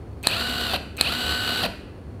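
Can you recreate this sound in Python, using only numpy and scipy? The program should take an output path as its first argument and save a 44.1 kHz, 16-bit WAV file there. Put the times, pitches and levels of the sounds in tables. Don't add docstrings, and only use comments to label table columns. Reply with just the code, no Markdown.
import sys
import numpy as np
from scipy import signal
from scipy.fft import rfft, irfft
from scipy.io import wavfile

SR = 44100
rng = np.random.default_rng(int(sys.argv[2]) if len(sys.argv) > 2 else 0)


def how_loud(loudness_db):
    steps = np.asarray(loudness_db, float) / 20
    return 10 ** steps


def wav_out(sig):
    wavfile.write(sys.argv[1], SR, np.round(np.clip(np.atleast_2d(sig).T, -1, 1) * 32767).astype(np.int16))


N = 97020
TIME = np.arange(N) / SR

# frequency in Hz, level in dB per Hz.
AIR_SPECTRUM = [(15, -34), (25, -13.5), (76, -6), (99, -17), (277, -15), (489, -21), (863, -31),
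                (1160, -34), (16000, -72.5)]
# frequency in Hz, width in Hz, level in dB rms.
FAINT_WHISTLES = [(4380, 140, -73.5), (9280, 1200, -77)]
# time in seconds, firing rate in Hz, level in dB.
FAR_ENGINE = [(0.03, 71.7, -40), (0.25, 70.2, -42), (0.8, 70.7, -35), (0.87, 71.6, -49), (0.93, 73.6, -41),
              (1.14, 74.2, -35), (1.18, 73.7, -54), (1.27, 72, -29), (1.43, 71.3, -45), (1.56, 78.9, -40),
              (1.98, 74, -53), (2.05, 73.2, -35.5), (2.18, 68.4, -44), (2.19, 69, -60)]
# frequency near the band's upper edge in Hz, time to fall 60 dB in seconds, level in dB.
ROOM_BANDS = [(324, 0.61, -2.5), (926, 0.33, -6), (2380, 0.75, -7), (4200, 0.33, -15.5), (7740, 0.58, -10),
              (11140, 0.47, -12)]
# time in seconds, peak in dB.
SWITCH_TICKS = [
    (.2297, -27),
    (.2347, -24),
    (.9681, -26),
    (.9728, -23),
]
# frequency in Hz, level in dB, time to fall 60 dB in seconds.
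SWITCH_MODES = [(3200, -15.5, 0.0076), (4200, -12.5, 0.01), (6500, -15.5, 0.0071), (8100, -12, 0.015),
                (8840, -12.5, 0.015), (12800, -9, 0.0046), (14000, -25, .004)]
# time in seconds, peak in dB.
BACKLASH_KNOCKS = [
    (.735, -15),
    (.744, -27.5),
    (.762, -20),
    (1.630, -13),
    (1.642, -20),
    (1.649, -44),
    (1.661, -15),
]
# frequency in Hz, level in dB, time to fall 60 dB in seconds.
GRIP_MODES = [(192.7, -15, 0.15), (702, -7.5, 0.019), (976, -9.5, 0.017), (4210, -6, .007),
              (9250, -11, 0.0013), (12000, -9, 0.0026)]
# time in seconds, peak in dB.
HAMMER_CLAPS = [
    (.2705, -14),
    (.2709, -1),
    (.2868, -26),
    (1.0109, -12),
    (1.0113, -4),
    (1.0268, -28),
]
# frequency in Hz, level in dB, time to fall 60 dB in seconds.
ANVIL_MODES = [(1100, -7.5, 0.0047), (1750, -14.5, 0.011), (2550, -15.5, 0.011), (3970, -3, 0.012),
               (4170, -6, 0.018), (4230, -24, .011), (6440, -22, 0.017), (7970, -7.5, .005),
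               (8700, -7.5, 0.0054), (9330, -9, 0.0072), (9850, -20, 0.0035), (11980, -13.5, 0.0056)]
# time in seconds, speed in
ROTOR_SPEED = [
    (.229, 8),
    (.316, 147),
    (.358, 208),
    (.38, 228),
    (.415, 238),
    (.48, 239.6),
    (.66, 239.5),
    (.733, 212),
    (.776, 65),
               (.969, 8),
    (1.054, 144),
    (1.1, 210),
    (1.122, 229),
    (1.155, 238.6),
    (1.19, 240.7),
    (1.604, 241),
    (1.632, 220),
    (1.676, 65),
]
# power on, brake on and brake off, all in seconds.
RUNS = [
    (.2388, .733, .765),
    (.9806, 1.629, 1.665),
]
LOAD_ORDERS = [1, 4, 8, 12, 16, 20, 24, 28]
# speeding up in dB, braking in dB.
LOAD_LEVELS = [(-38, -30), (-35, -23), (-42, -36), (-32, -36), (-22.5, -24), (-28, -34), (-30.5, -26),
               (-33, -32)]
# frequency in Hz, level in dB.
STATOR_RADIATION = [(200, -4), (400, -9), (740, 0), (1000, -20), (2150, -26), (2500, 0), (4900, -9),
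                    (5700, -24)]
WHINE_ORDERS = [1, 3, 6, 6.257, 12, 12.157, 12.53, 13, 16, 32]
# full-speed level in dB rms, wobble in dB, growth as a power of speed.
WHINE_LEVELS = [(-47, 2.5, 3), (-47, 2.5, 3), (-46, 2.5, 4), (-34.5, .8, 4), (-39, 1.2, 5), (-41, 2.5, 5),
                (-46, 2.5, 5), (-47, 2.5, 5), (-48, 2.5, 5), (-48, .8, 15)]
# frequency in Hz, width in Hz, level in dB.
HOUSING = [(214, 270, -2.5), (518, 120, 1), (676, 95, 0.5), (1343, 415, 1), (1990, 376, -3),
           (2455, 290, -2.5), (2914, 354, 1.5), (3980, 666, 4), (4602, 510, 2), (5616, 460, -15.5),
           (9180, 2200, -15), (12530, 1730, -13.5), (15100, 1000, -20.5)]

FULL_HZ = 241


def rms_one(x):
    return x / np.sqrt(np.mean(x ** 2) + 1e-20)


def drift(rate):
    r = np.exp(-2 * np.pi * rate / SR)
    wander = signal.lfilter([1], [1, -2 * r, r * r], rng.standard_normal(N + SR))
    return rms_one(wander[SR:])


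def resonance(x, hz, width):
    r = np.exp(-np.pi * width / SR)
    peak = np.array([1, 0, -1]) * (1 - r * r) / 2
    return signal.lfilter(peak, [1, -2 * r * np.cos(2 * np.pi * hz / SR), r * r], x)


def ring(x, hz, t60):
    r, w = how_loud(-60 / (t60 * SR)), 2 * np.pi * hz / SR
    return signal.lfilter([0, np.sin(w)], [1, -2 * r * np.cos(w), r * r], x + 1e-18)


def struck(hits, modes):
    out = np.zeros(N)
    s, db = np.transpose(hits)
    for hz, level_db, t60 in modes:
        clicks = np.zeros(N)
        clicks[(s * SR).astype(int)] = how_loud(db + level_db + rng.normal(0, 1.5, len(s)))
        out += ring(clicks, hz, t60)
    return out


def gate(on, off, edge):
    return np.clip((TIME - on) / edge, 0, 1) * np.clip((off - TIME) / edge + 1, 0, 1)


def clicks_at(cycles, sizes):
    count = np.arange(1, int(cycles[-1]))
    place = np.interp(count, cycles, np.arange(N))
    out = np.zeros(N + 1)
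    np.add.at(out, place.astype(int), sizes[count] * (1 - place % 1))
    np.add.at(out, place.astype(int) + 1, sizes[count] * (place % 1))
    return out[:N]


def far_engine():
    s, hz, db = np.transpose(FAR_ENGINE)
    firing_hz = np.interp(TIME, s, hz) * (1 + 0.0275 * drift(6.65))
    phase = 2 * np.pi * np.cumsum(firing_hz) / SR
    throb = np.sin(phase) + 0.31 * np.cos(2 * phase) - 0.14 * np.sin(3 * phase)
    return throb * how_loud(np.interp(TIME, s, db) + 0.5)


def background():
    hz, db = np.transpose(AIR_SPECTRUM)
    shape = how_loud(np.interp(np.log(np.fft.rfftfreq(N, 1 / SR) + 1), np.log(hz), db))
    air = how_loud(-40) * rms_one(irfft(rfft(rng.standard_normal(N)) * shape, N))
    whistles = 0
    for hz, width, db in FAINT_WHISTLES:
        narrow = resonance(resonance(rng.standard_normal(N), hz, width), hz, width)
        whistles = whistles + how_loud(db) * rms_one(narrow)
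    hum = how_loud(-43) * rms_one(resonance(rng.standard_normal(N), 100, 5.6))
    return air + whistles + far_engine() + hum


def room(x):
    t, tail = np.arange(SR) / SR, 0
    for hz, t60, db in ROOM_BANDS:
        edges = [hz / 1.79, min(hz * 1.12, 17000)]
        band_pass = signal.butter(2, edges, "band", fs=SR, output="sos")
        band = signal.sosfilt(band_pass, rng.standard_normal(SR))
        fall = how_loud(-60 * t / t60) * np.clip((t - .003) / .006, 0, 1)
        tail = tail + how_loud(db) * band * fall / np.sqrt(np.sum(fall ** 2))
    return signal.fftconvolve(x, tail)[:N]


def switch_ticks():
    return struck(SWITCH_TICKS, SWITCH_MODES)


def backlash_knocks():
    return struck(BACKLASH_KNOCKS, GRIP_MODES)


def hammer_claps():
    return struck(HAMMER_CLAPS, ANVIL_MODES)


def magnetic_kicks(turns, share):
    scatter_db, fades_at = 2.5, .28
    kicks = 0
    for on, brake, stop in RUNS:
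        cycles = 4 * (turns - turns[int(on * SR) + 8]) + 1
        sizes = how_loud(scatter_db * rng.standard_normal(N))
        kicks = kicks + gate(on - 1e-4, brake, 1e-4) * clicks_at(cycles, sizes)
    return kicks * np.exp(-(share / fades_at) ** 2)


def load_harmonics(speed, turns, share, braking):
    fades_at, fade, full_at, wobble_db = .85, .06, .55, 1.5
    powered = sum(gate(on - 1e-4, brake, 1e-4) for on, brake, stop in RUNS)
    starting = powered / (1 + np.exp((share - fades_at) / fade))
    growth = np.minimum(share / full_at, 1) ** 2
    stator_hz, stator_db = np.transpose(STATOR_RADIATION)
    load = 0
    for k, (up_db, down_db) in zip(LOAD_ORDERS, LOAD_LEVELS):
        level = how_loud(up_db) * starting * growth + how_loud(down_db) * braking
        radiated_db = np.interp(np.log(k * speed), np.log(stator_hz), stator_db)
        level = level * how_loud(wobble_db * drift(90) + radiated_db)
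        load = load + level * np.sin(2 * np.pi * k * turns + 1.262 * k)
    return load


def gear_rattle(turns, share, running, braking):
    mesh, planet = 6.257, .294
    repeating, tooth_scatter_db = .55, 2.3
    worn = np.resize(rng.standard_normal(59), N)
    teeth = repeating * worn + np.sqrt(1 - repeating ** 2) * rng.standard_normal(N)
    teeth = teeth * how_loud(tooth_scatter_db * rng.standard_normal(N))
    clicks = clicks_at(2 * mesh * turns, rms_one(teeth)) * np.sqrt(SR / 2 / mesh / FULL_HZ)
    swell_db = 2.6 * np.sin(2 * np.pi * planet * turns) + 4.5 * braking
    return clicks * running * share ** 0.17 * how_loud(-30.5 + swell_db + 0.98 * drift(16.7))


def housing(drive):
    body = 0
    for k, (hz, width, db) in enumerate(HOUSING):
        body = body + (-1) ** k * how_loud(db) * resonance(drive, hz, width)
    return 2.485 * body


def whines(turns, share):
    tones = 0
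    for k, (db, wobble_db, power) in zip(WHINE_ORDERS, WHINE_LEVELS):
        level = how_loud(db + wobble_db * drift(29)) * share ** power
        tones = tones + level * np.sin(2 * np.pi * k * turns + 1.21 * k)
    return np.sqrt(2) * tones


def fan_hiss(share):
    high_pass = signal.butter(2, 5540, "high", fs=SR, output="sos")
    return how_loud(-57.5) * signal.sosfilt(high_pass, rng.standard_normal(N)) * share ** 1.5


def wrench():
    s, hz = np.transpose(ROTOR_SPEED)
    speed = np.interp(TIME, s, hz)
    turns, share = np.cumsum(speed) / SR, speed / FULL_HZ
    running = sum(gate(on, stop, 0.00416) for on, brake, stop in RUNS)
    braking = sum(gate(brake, stop, .004) for on, brake, stop in RUNS)
    kicks = magnetic_kicks(turns, share)
    bearings = how_loud(-35.5) * running * rng.standard_normal(N)
    rattle = gear_rattle(turns, share, running, braking)
    body = housing(how_loud(-26) * kicks + rattle + bearings + 1e-18)
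    stator = load_harmonics(speed, turns, share, braking) + how_loud(-22) * ring(kicks, 2530, .022)
    return body + stator + whines(turns, share) * running * (1 - braking) + fan_hiss(share) * running


def scene():
    tool = wrench() + switch_ticks() + backlash_knocks()
    claps = hammer_claps()
    echo = room(tool + how_loud(-5) * claps)
    microphone_hiss = how_loud(-74.5) * rng.standard_normal(N)
    return (tool + claps + echo + background() + microphone_hiss)[None]


def roll_off(x):
    return signal.sosfilt(signal.butter(12, 16460, fs=SR, output="sos"), x)


def record(dry):
    bass_cut = signal.butter(3, 42, "high", fs=SR, output="sos")
    top_cut = signal.cheby2(14, 50, 16350, fs=SR, output="sos")
    x = signal.sosfilt(bass_cut, np.clip(dry, -1, 1))
    x = signal.sosfilt(top_cut, x)
    return roll_off(x)


dry = scene()
out = record(dry)
wav_out(out)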